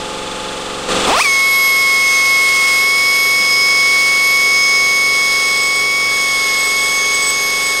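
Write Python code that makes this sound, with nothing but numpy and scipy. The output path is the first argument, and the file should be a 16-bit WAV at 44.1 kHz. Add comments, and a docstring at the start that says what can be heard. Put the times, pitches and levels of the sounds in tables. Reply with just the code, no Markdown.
"""An air die grinder runs up, overshoots, settles on its governor and works an engine cylinder with a burr.
One shaft speed drives the tool: sines for vanes, rotor and bearings, and shaped noise for the exhaust hiss.
Later the burr rasps and squeals: noise of chips excites resonances of the cylinder wall and the burr's shank.
Light knocks are short resonant bursts; behind them a piston compressor throbs in stroke harmonics and noise.
One close microphone."""
import sys
import numpy as np
from scipy import signal
from scipy.fft import rfft, irfft
from scipy.io import wavfile
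from scipy.ndimage import uniform_filter1d

SR = 44100
rng = np.random.default_rng(int(sys.argv[2]) if len(sys.argv) > 2 else 0)


def wav_record(signal):
    """Record a signal, one row per channel, as 16-bit PCM in the file named by sys.argv[1]."""
    frames = np.transpose(np.atleast_2d(signal))
    bounded = np.clip(frames, -1, 1)
    # unit amplitude maps onto the largest positive 16-bit level
    quanta = np.round(bounded * 32767).astype(np.int16)
    wavfile.write(sys.argv[1], SR, quanta)


N = 343980
TIME = np.arange(N) / SR
FREQS = np.arange(N // 2 + 1) * SR / N

# governed speed, drifting a little while it runs: (time [s], vane-pass rate [Hz])
GOVERNED_SPEED = [(1.3, 2196), (1.73, 2188), (2.77, 2188), (2.93, 2212), (4.86, 2215), (5.59, 2209),
                  (5.98, 2226), (6.5, 2192), (7.09, 2214), (7.72, 2204)]
# strength of the vane whine before run-up losses and waver: (time [s], level [dB])
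WHINE_LEVEL = [(1.3, -13), (1.46, -12.5), (2.15, -13), (2.31, -12.5), (3.53, -14), (3.81, -12.5),
               (4.85, -13), (5.55, -15.5), (7.04, -16.5), (7.2, -16.5), (7.29, -18), (7.8, -17.5)]
# resonances of the exhaust port in the run-up: (frequency [Hz], relative level [dB])
PORT_SPECTRUM = [(200, -7), (480, -11), (820, 1), (1250, -5), (1750, -10), (2650, 1), (3600, -13),
                 (4550, -5), (5500, -14), (6500, -9)]
# flow of exhaust air: (time [s], relative level [dB])
AIR_FLOW = [(1.32, -35), (2.17, -32.5), (2.4, -33), (2.71, -30), (2.87, -34), (4.17, -33.5), (5.2, -36.5),
            (5.47, -35.5), (5.88, -40.5), (6.41, -35.5), (7.8, -37.5)]
# colour of the exhaust air: (frequency [Hz], relative spectral level [dB])
EXHAUST_SPECTRUM = [(200, -57), (700, -3.5), (1300, -2.5), (2000, 1), (2700, 0), (4000, 0), (5100, 5.5),
                    (6400, -0.5), (7400, -4), (8800, 0), (10200, -8), (12800, -14.5), (15700, -16.5)]
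# the hand shifts on the tool: (time [s], grip [0 = first, 1 = second])
HAND_GRIP = [(2.7, 0.071), (3.0, 1)]
# rotor and bearing lines while the tool runs:
# (multiple of shaft speed, level in first grip [dB], level in second grip [dB])
SHAFT_LINES = [(3, -25.5, -26.9), (3.552, -40.8, -44.6), (5, -39.1, -36.8), (7, -38.0, -41.0),
               (9, -30.5, -32), (10, -42.3, -41.0), (10.28, -39.1, -48.2), (11, -38.0, -37.5),
               (12, -38.7, -36.4), (13.01, -37.8, -35.3), (13.395, -33.5, -31), (14, -31.7, -31.5),
               (14.565, -38.7, -43.3), (15, -36.1, -32.9), (18, -42.5, -36.7), (18.11, -36.0, -35.8),
               (20.92, -41.7, -50.8), (21, -36.8, -48.4), (23.81, -40.0, -48.7), (24.19, -36.5, -35.5),
               (24.47, -40.2, -39.5)]
# three bearing tones that sing out: (name, base level [dB])
SINGING_TONES = [("low", -38), ("middle", -35), ("high", -41.5)]
# their places in the same sequence: (multiple of shaft speed for each tone)
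SINGING_MULTIPLES = (13.815, 17.367, 31.56)
# one bearing tone swells or fades for a moment: (middle [s], length [s], change [dB], tone name)
TONE_SWELLS = [(1.31, 0.22, 10.5, "middle"), (1.52, .15, -13, "middle"), (1.61, 0.47, 11.5, "high"),
               (2.12, 0.31, 8, "middle"), (2.153, .7, 5, "high"), (2.81, .17, 12, "high"),
               (2.92, .3, -16, "middle"), (2.98, 0.46, 9, "low"), (3.22, 0.33, 10, "high"),
               (3.55, 0.46, 7, "low"), (4.27, 0.22, 7, "high"), (4.503, 3.6, 13.5, "low"),
               (4.72, 0.7, 7, "middle"), (6.7, 0.69, 5.5, "high"), (7.07, 0.43, 10.5, "middle"),
               (7.45, .12, 9, "high")]
# the burr is pressed on the wall: (start [s], length [s], rasp level [dB])
WALL_CUTS = [(5.115, .69, -30.5), (6.06, 1.8, -27)]
# hard bites that make the shank squeal: (start [s], length [s], relative level [dB])
HARD_BITES = [(5.46, 0.12, -36), (5.608, 0.057, -31), (5.746, 0.041, -34), (6.573, .125, -31),
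              (6.78, 0.19, -33.5), (7.132, 0.026, -27), (7.204, 0.037, -27), (7.259, 0.047, -23),
              (7.623, .085, -30.5)]
# ringing of the burr's shank: (frequency [Hz], bandwidth [Hz], relative level [dB])
SHANK_MODES = [(7975, 16, 0), (12580, 70, -20), (14740, 110, -19)]
# cylinder wall under the burr: (frequency [Hz], bandwidth [Hz], relative level [dB])
WALL_MODES = [(1700, 74, -7), (3450, 230, -0.5), (5000, 210, -2), (6570, 87, 0), (9020, 140, -8)]
# knocks of handling, and the kick as the throttle opens: (time [s], level [dB], frequency [Hz], 60 dB decay [s])
KNOCK_EVENTS = [(.37, -36, 85, .2), (.508, -29, 1400, .12), (1.073, -16.5, 300, .1), (3.39, -34, 190, .35)]
# compressor strokes: (harmonic number, relative level at first [dB], level once the tool runs [dB])
STROKE_HARMONICS = [(1, -48, -56), (2, -48, -54), (3, -54, -59), (8, -40.5, -48.5), (9, -47, -51),
                    (11, -42, -49), (12, -43, -54), (13, -43, -44.5), (15, -40, -59), (16, -47.5, -51),
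                    (17, -50, -44), (18, -37, -42), (19, -44, -48.5), (20, -44, -55), (21, -38.5, -42),
                    (22, -38, -41.5), (23, -35.5, -47), (24, -41.5, -51), (25, -49, -43.5),
                    (29, -48, -45.5), (31, -42, -47.5), (32, -59, -48.5), (33, -44, -56)]
# compressor motor: (frequency [Hz], level at first [dB], level once the tool runs [dB], waver [dB])
MOTOR_TONES = [(120, -46, -50, 1), (858.7, -34.5, -49, 1.5)]
# background level: steps up, then drops as the grinder starts: (time [s], relative level [dB])
BACKGROUND_LEVEL = [(0, -.5), (.883, .5), (.889, 8), (1.07, 9), (1.16, 6.5), (1.23, -8), (1.3, -6),
                    (7.8, -5)]
# colour of the workshop noise: (frequency [Hz], relative spectral level [dB])
WORKSHOP_SPECTRUM = [(25, -3), (100, -12.5), (180, -6.5), (350, -11), (520, -3.5), (620, -6), (800, -4),
                     (1000, -4), (1220, 0), (1900, -9.5), (3500, -6.5), (5000, -12.5), (8500, -15),
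                     (11500, -32), (15500, -43)]

VANE_COUNT = 6
# the throttle is cracked, then opened fully; the rotor overshoots until the governor shuts [s]
THROTTLE_S, FULL_THROTTLE_S, GOVERNOR_S = 1.070, 1.190, 1.233
# vane passes per second at the first kick and running free; their rise at part throttle
KICK_HZ, FREE_HZ, PART_HZ_PER_S = 300, 2790, 9400
# time constants of the leap and of the settling
LEAP_S, SETTLE_S = .019, .015
# the governor hunts: rms share of the speed, and changes per second
HUNT_SHARE, HUNT_PER_S = 0.000698, 25
# the whine wavers as the tool moves: rms waver, and changes per second
WAVER_DB, WAVER_PER_S = 0.23, 20
# losses as the air pressure runs down at part throttle, and as the shutting governor chokes the whine
STARVE_DB, CHOKE_DB, CHOKE_S = 3, 15, .011
# until the rotor settles the whine takes a share of the port's colour, and a lift
PORT_SHARE, SURGE_DB = 0.58, 1
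# change in hiss from spare air at part and full throttle, and the first puff
PART_AIR_DB, FULL_AIR_DB, PUFF_DB, PUFF_S = -1.5, 10.5, 4, 0.041
# the rotor and bearing lines take this share of the whine's level swings in dB
ROTOR_FOLLOWS = 0.27
SQUEAL_ATTACK_S, SQUEAL_RELEASE_S, CUT_FADE_S = .007, 0.027, 0.038
PUMP_HZ = 23.208
CUTOFF_HZ = 15750


def vane_speed():
    """Rotor inertia: a steady rise at part throttle, then exponential approaches to free and governed speed."""
    part_time = np.clip(TIME - THROTTLE_S, 0, FULL_THROTTLE_S - THROTTLE_S)
    part = KICK_HZ + PART_HZ_PER_S * part_time
    full_time = np.clip(TIME - FULL_THROTTLE_S, 0, GOVERNOR_S - FULL_THROTTLE_S)
    full = FREE_HZ + (part - FREE_HZ) * np.exp(-full_time / LEAP_S)
    governed, = in_time(GOVERNED_SPEED)
    return governed + (full - governed) * np.exp(-np.maximum(TIME - GOVERNOR_S, 0) / SETTLE_S)


def vanes(turns, speed_hz, whine_db, settled, chop_db=-2.0, rough_db=3.0, count=9):
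    """Periodic chopping of air gives the whine; uneven puffs add overtones that sweep through port resonances."""
    surging, = in_time([(1.2, 1), (1.23, .5), (1.265, .5), (1.285, 0)])
    overtones = 0
    for k in range(1, count):  # multiples of half the vane-pass rate
        if k == 2:  # the whine itself
            continue
        strength = at_hz(PORT_SPECTRUM, k * speed_hz / 2) / np.sqrt(k)
        strength = strength * from_db(rough_db * drift(90))
        overtones = overtones + strength * tone(k * VANE_COUNT * turns / 2)
    sweep_db = SURGE_DB + PORT_SHARE * 20 * np.log10(at_hz(PORT_SPECTRUM, speed_hz))
    unsettled_db = (1 - settled) * (sweep_db + rough_db * drift(119.8) / 2)
    whine = from_db(unsettled_db) * tone(VANE_COUNT * turns)
    starved = np.interp(TIME, [THROTTLE_S, FULL_THROTTLE_S, FULL_THROTTLE_S + LEAP_S], [0, 1, 0])
    loss_db = STARVE_DB * starved + CHOKE_DB * swell(GOVERNOR_S, CHOKE_S)
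    return from_db(whine_db - loss_db) * (whine + from_db(chop_db) * surging * overtones)


def exhaust(settled, hiss_db=8.5, gust_db=1.0, choke_db=5.0):
    """Turbulent jet noise follows the flow: a puff at first, a rush towards full throttle, then a gusty hiss."""
    full = np.clip((TIME - FULL_THROTTLE_S) / PUFF_S + 1, 0, 1)
    run_up_db = PART_AIR_DB + (FULL_AIR_DB - PART_AIR_DB) * full
    run_up_db = run_up_db + PUFF_DB * swell(THROTTLE_S + PUFF_S / 2, PUFF_S)
    air_db = in_time(AIR_FLOW)[0] + (1 - settled) * run_up_db - choke_db * swell(GOVERNOR_S, PUFF_S)
    jet = rng.standard_normal(N) * from_db(gust_db * drift(60))
    return from_db(air_db + hiss_db) * coloured(jet, EXHAUST_SPECTRUM)


def rotor(turns, waver_db=1.0, flutter_db=1.0, rattle_db=-12.0, wander_db=1.5):
    """Shaft orders stay phase-locked and bearing tones slip; all waver as the tool moves in its own echoes."""
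    grip, = in_time(HAND_GRIP)
    slip = 0.0022 * drift(25)  # turns
    out = 0
    for order, first_db, second_db in SHAFT_LINES:
        on_shaft = abs(order - round(order)) < .05
        line = tone(round(order) * turns) if on_shaft else tone(order * (turns + slip))
        waver = min(order / 10, 1) * (waver_db * drift(4) + flutter_db * drift(35))
        grip_db = first_db + (second_db - first_db) * grip
        out = out + from_db(grip_db + waver) * line
    for order, (name, base_db) in zip(SINGING_MULTIPLES, SINGING_TONES):
        swells_db = sum(change_db * swell(s, length) for s, length, change_db, which in TONE_SWELLS
                        if which == name)
        db = base_db + swells_db + wander_db * drift(5)
        clean = tone(order * (turns + slip))
        rattle = drift(220) * tone(order * turns)  # uneven balls smear each line
        out = out + from_db(db + flutter_db * drift(25)) * (clean + from_db(rattle_db) * rattle)
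    return out


def bearing_buzz(turns, buzz_db=-31.0, rise_db=11.0, count=43):
    """Modulation by the ball cage sets sidebands about each shaft order; a tilt in level favours the treble."""
    out = 0
    for k in range(4, count):
        for cage in (-.395, 0, .395):
            line_hz = (k + cage) * 368  # near the governed shaft rate
            strength = at_hz(EXHAUST_SPECTRUM, line_hz) * from_db(rng.uniform(-6, 6))
            out = out + strength * from_db(rise_db * k / count) * tone((k + cage) * turns)
    return from_db(buzz_db) * rms_one(out)


def burr(turns, squeal_db=4.5, light_db=-42.0):
    """Chip noise pulsing once a turn excites wall modes; the shank rings in a cut and squeals at a hard bite."""
    cuts = [(held(s, length, CUT_FADE_S, CUT_FADE_S / 2), db) for s, length, db in WALL_CUTS]
    rasp = sum(from_db(db) * touch for touch, db in cuts)
    ringing = from_db(light_db) * sum(touch for touch, db in cuts)
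    for s, length, db in HARD_BITES:
        bite = from_db(db) * held(s, length, SQUEAL_ATTACK_S, SQUEAL_RELEASE_S)
        ringing = np.maximum(ringing, bite)
    chips = rng.standard_normal(N) * from_db(1.5 * drift(300) + 3 * np.cos(2 * np.pi * turns))
    squeal = 0
    for hz, width, db in SHANK_MODES:
        swing = resonate(resonate(chips, hz, width), hz, 10 * width)
        # friction holds each swing steady
        swing = swing / np.sqrt(uniform_filter1d(swing ** 2, int(.04 * SR)) + 1e-6)
        squeal = squeal + from_db(db) * swing
    return from_db(squeal_db) * ringing * squeal + rasp * body(chips, WALL_MODES)


def knocks():
    """Impact excitation: bursts of noise in one broad resonance, each decaying exponentially."""
    out = 0
    for s, db, hz, decay in KNOCK_EVENTS:
        fade = (TIME >= s) * from_db(-60 * np.clip((TIME - s) / decay, 0, 2))
        bump = resonate(resonate(rng.standard_normal(N), hz, hz), hz, hz)
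        out = out + from_db(db) * fade * bump
    return out


def compressor(noise_db=-25.5, repeat_share=0.57, throb_db=0.5, valve_db=-38.0, valve_width_hz=70, boom_db=-44.0):
    """Periodic strokes give a harmonic series and repeated clatter, with fresh hiss, a ringing valve and a boom."""
    strokes = TIME * PUMP_HZ - .86
    later = np.clip(TIME - 1, 0, .2) / .2
    level = from_db(in_time(BACKGROUND_LEVEL)[0])
    drone = 0
    for k, first_db, later_db in STROKE_HARMONICS:
        height = from_db(first_db) * level * (1 - later) + from_db(later_db) * later
        # the room delays each harmonic in its own way, the lows most [rad]
        lag = 1.05 * rng.standard_normal() + 9 * np.exp(-k / 8)
        drone = drone - np.sqrt(2) * height * np.cos(2 * np.pi * k * strokes + lag)
    for hz, first_db, later_db, waver_db in MOTOR_TONES:
        motor_db = first_db + (later_db - first_db) * later + waver_db * drift(4.9)
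        drone = drone + from_db(motor_db) * tone(hz * TIME)
    clatter = np.resize(rng.standard_normal(round(SR / PUMP_HZ)), N)  # the same noise every stroke
    rush = np.sqrt(repeat_share) * clatter + np.sqrt(1 - repeat_share) * rng.standard_normal(N)
    throb = from_db(throb_db * np.cos(2 * np.pi * (strokes + 0.54)))
    rush = coloured(rush * throb, WORKSHOP_SPECTRUM)
    # one impulse a stroke, of uneven strength
    slaps = np.diff(np.floor(strokes + .58), prepend=-1) * (1 + .25 * rng.standard_normal(N)) + 1e-9
    valve = resonate(resonate(slaps, 3460, valve_width_hz), 3460, 2 * valve_width_hz)
    boom = resonate(rng.standard_normal(N), 416.6, 8)  # wavers near the 18th stroke harmonic
    return drone + from_db(boom_db) * boom + level * (from_db(noise_db) * rush + from_db(valve_db) * valve)


def from_db(db):
    """Logarithmic level: decibels to amplitude gain."""
    return 10 ** (np.asarray(db) / 20)


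def rms_one(x):
    """Normalisation of the mean power: rms 1."""
    return x / np.sqrt(np.mean(x ** 2) + 1e-20)


def in_time(rows):
    """Linear interpolation in time: one curve per column."""
    s, *columns = np.transpose(rows)
    return [np.interp(TIME, s, c) for c in columns]


def at_hz(points, hz):
    """Gain of a spectrum, interpolated in decibels over logarithmic frequency."""
    f, db = np.transpose(points)
    return from_db(np.interp(np.log(hz + 1), np.log(f), db))


def coloured(x, spectrum):
    """Spectral shaping of noise by a Fourier product; rms 1."""
    return rms_one(irfft(rfft(x) * at_hz(spectrum, FREQS), N))


def drift(rate):
    """Band-limited random modulation: smoothed random knots at a rate per second; rms 1."""
    knots = rng.standard_normal(4000)
    curve = np.interp(TIME * rate, np.arange(len(knots)), knots)
    return rms_one(uniform_filter1d(curve, int(SR / rate / 2) + 1))


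def resonate(x, hz, width_hz):
    """A damped oscillator as a two-pole resonance; rms 1."""
    r = np.exp(-np.pi * width_hz / SR)
    return rms_one(signal.lfilter([1, 0, -1], [1, -2 * r * np.cos(2 * np.pi * hz / SR), r * r], x))


def body(x, modes):
    """Modal superposition: parallel resonances of alternating sign; rms 1."""
    return rms_one(sum((-1) ** k * from_db(db) * resonate(x, hz, width)
                       for k, (hz, width, db) in enumerate(modes)))


def tone(turns):
    """Simple harmonic motion from a random phase; rms 1 over whole cycles."""
    return np.sqrt(2) * np.sin((2 * np.pi * ((turns + rng.random()) % 1)).astype(np.float32))


def swell(s, length):
    """Gaussian envelope of height 1 around s, falling to 1/e half a length away."""
    return np.exp(-(2 * (TIME - s) / length) ** 2)


def held(s, length, attack, release):
    """Linear attack, hold and exponential decay."""
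    return np.clip((TIME - s) / attack, 0, 1) * np.exp(-np.clip((TIME - s - length) / release, 0, 30))


def scene():
    """Superposition: one shaft phase drives the tool, the background adds, and both channels hear the same."""
    speed_hz = vane_speed()
    whine_db = in_time(WHINE_LEVEL)[0] + WAVER_DB * drift(WAVER_PER_S)
    hunting_hz = speed_hz * (1 + HUNT_SHARE * drift(HUNT_PER_S))
    turns = np.cumsum(hunting_hz) / SR / VANE_COUNT
    opened = np.clip((TIME - THROTTLE_S) / .006, 0, 1)
    settled, = in_time([(1.245, 0), (1.285, 1)])
    air = vanes(turns, speed_hz, whine_db, settled) + exhaust(settled)
    follow = from_db(ROTOR_FOLLOWS * (whine_db - whine_db.mean()))
    lines = follow * (rotor(turns) + bearing_buzz(turns))
    tool = opened * air + settled * lines + burr(turns)
    return np.tile(tool + compressor() + knocks(), (2, 1))


def record(dry):
    """Soft saturation rounds the highest peaks; an elliptic low-pass cuts the top steeply."""
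    rounded = dry / (1 + (dry / .95) ** 8) ** (1 / 8)
    return signal.sosfilt(signal.ellip(12, .1, 90, CUTOFF_HZ, fs=SR, output="sos"), rounded)


dry = scene()
out = record(dry)
wav_record(out)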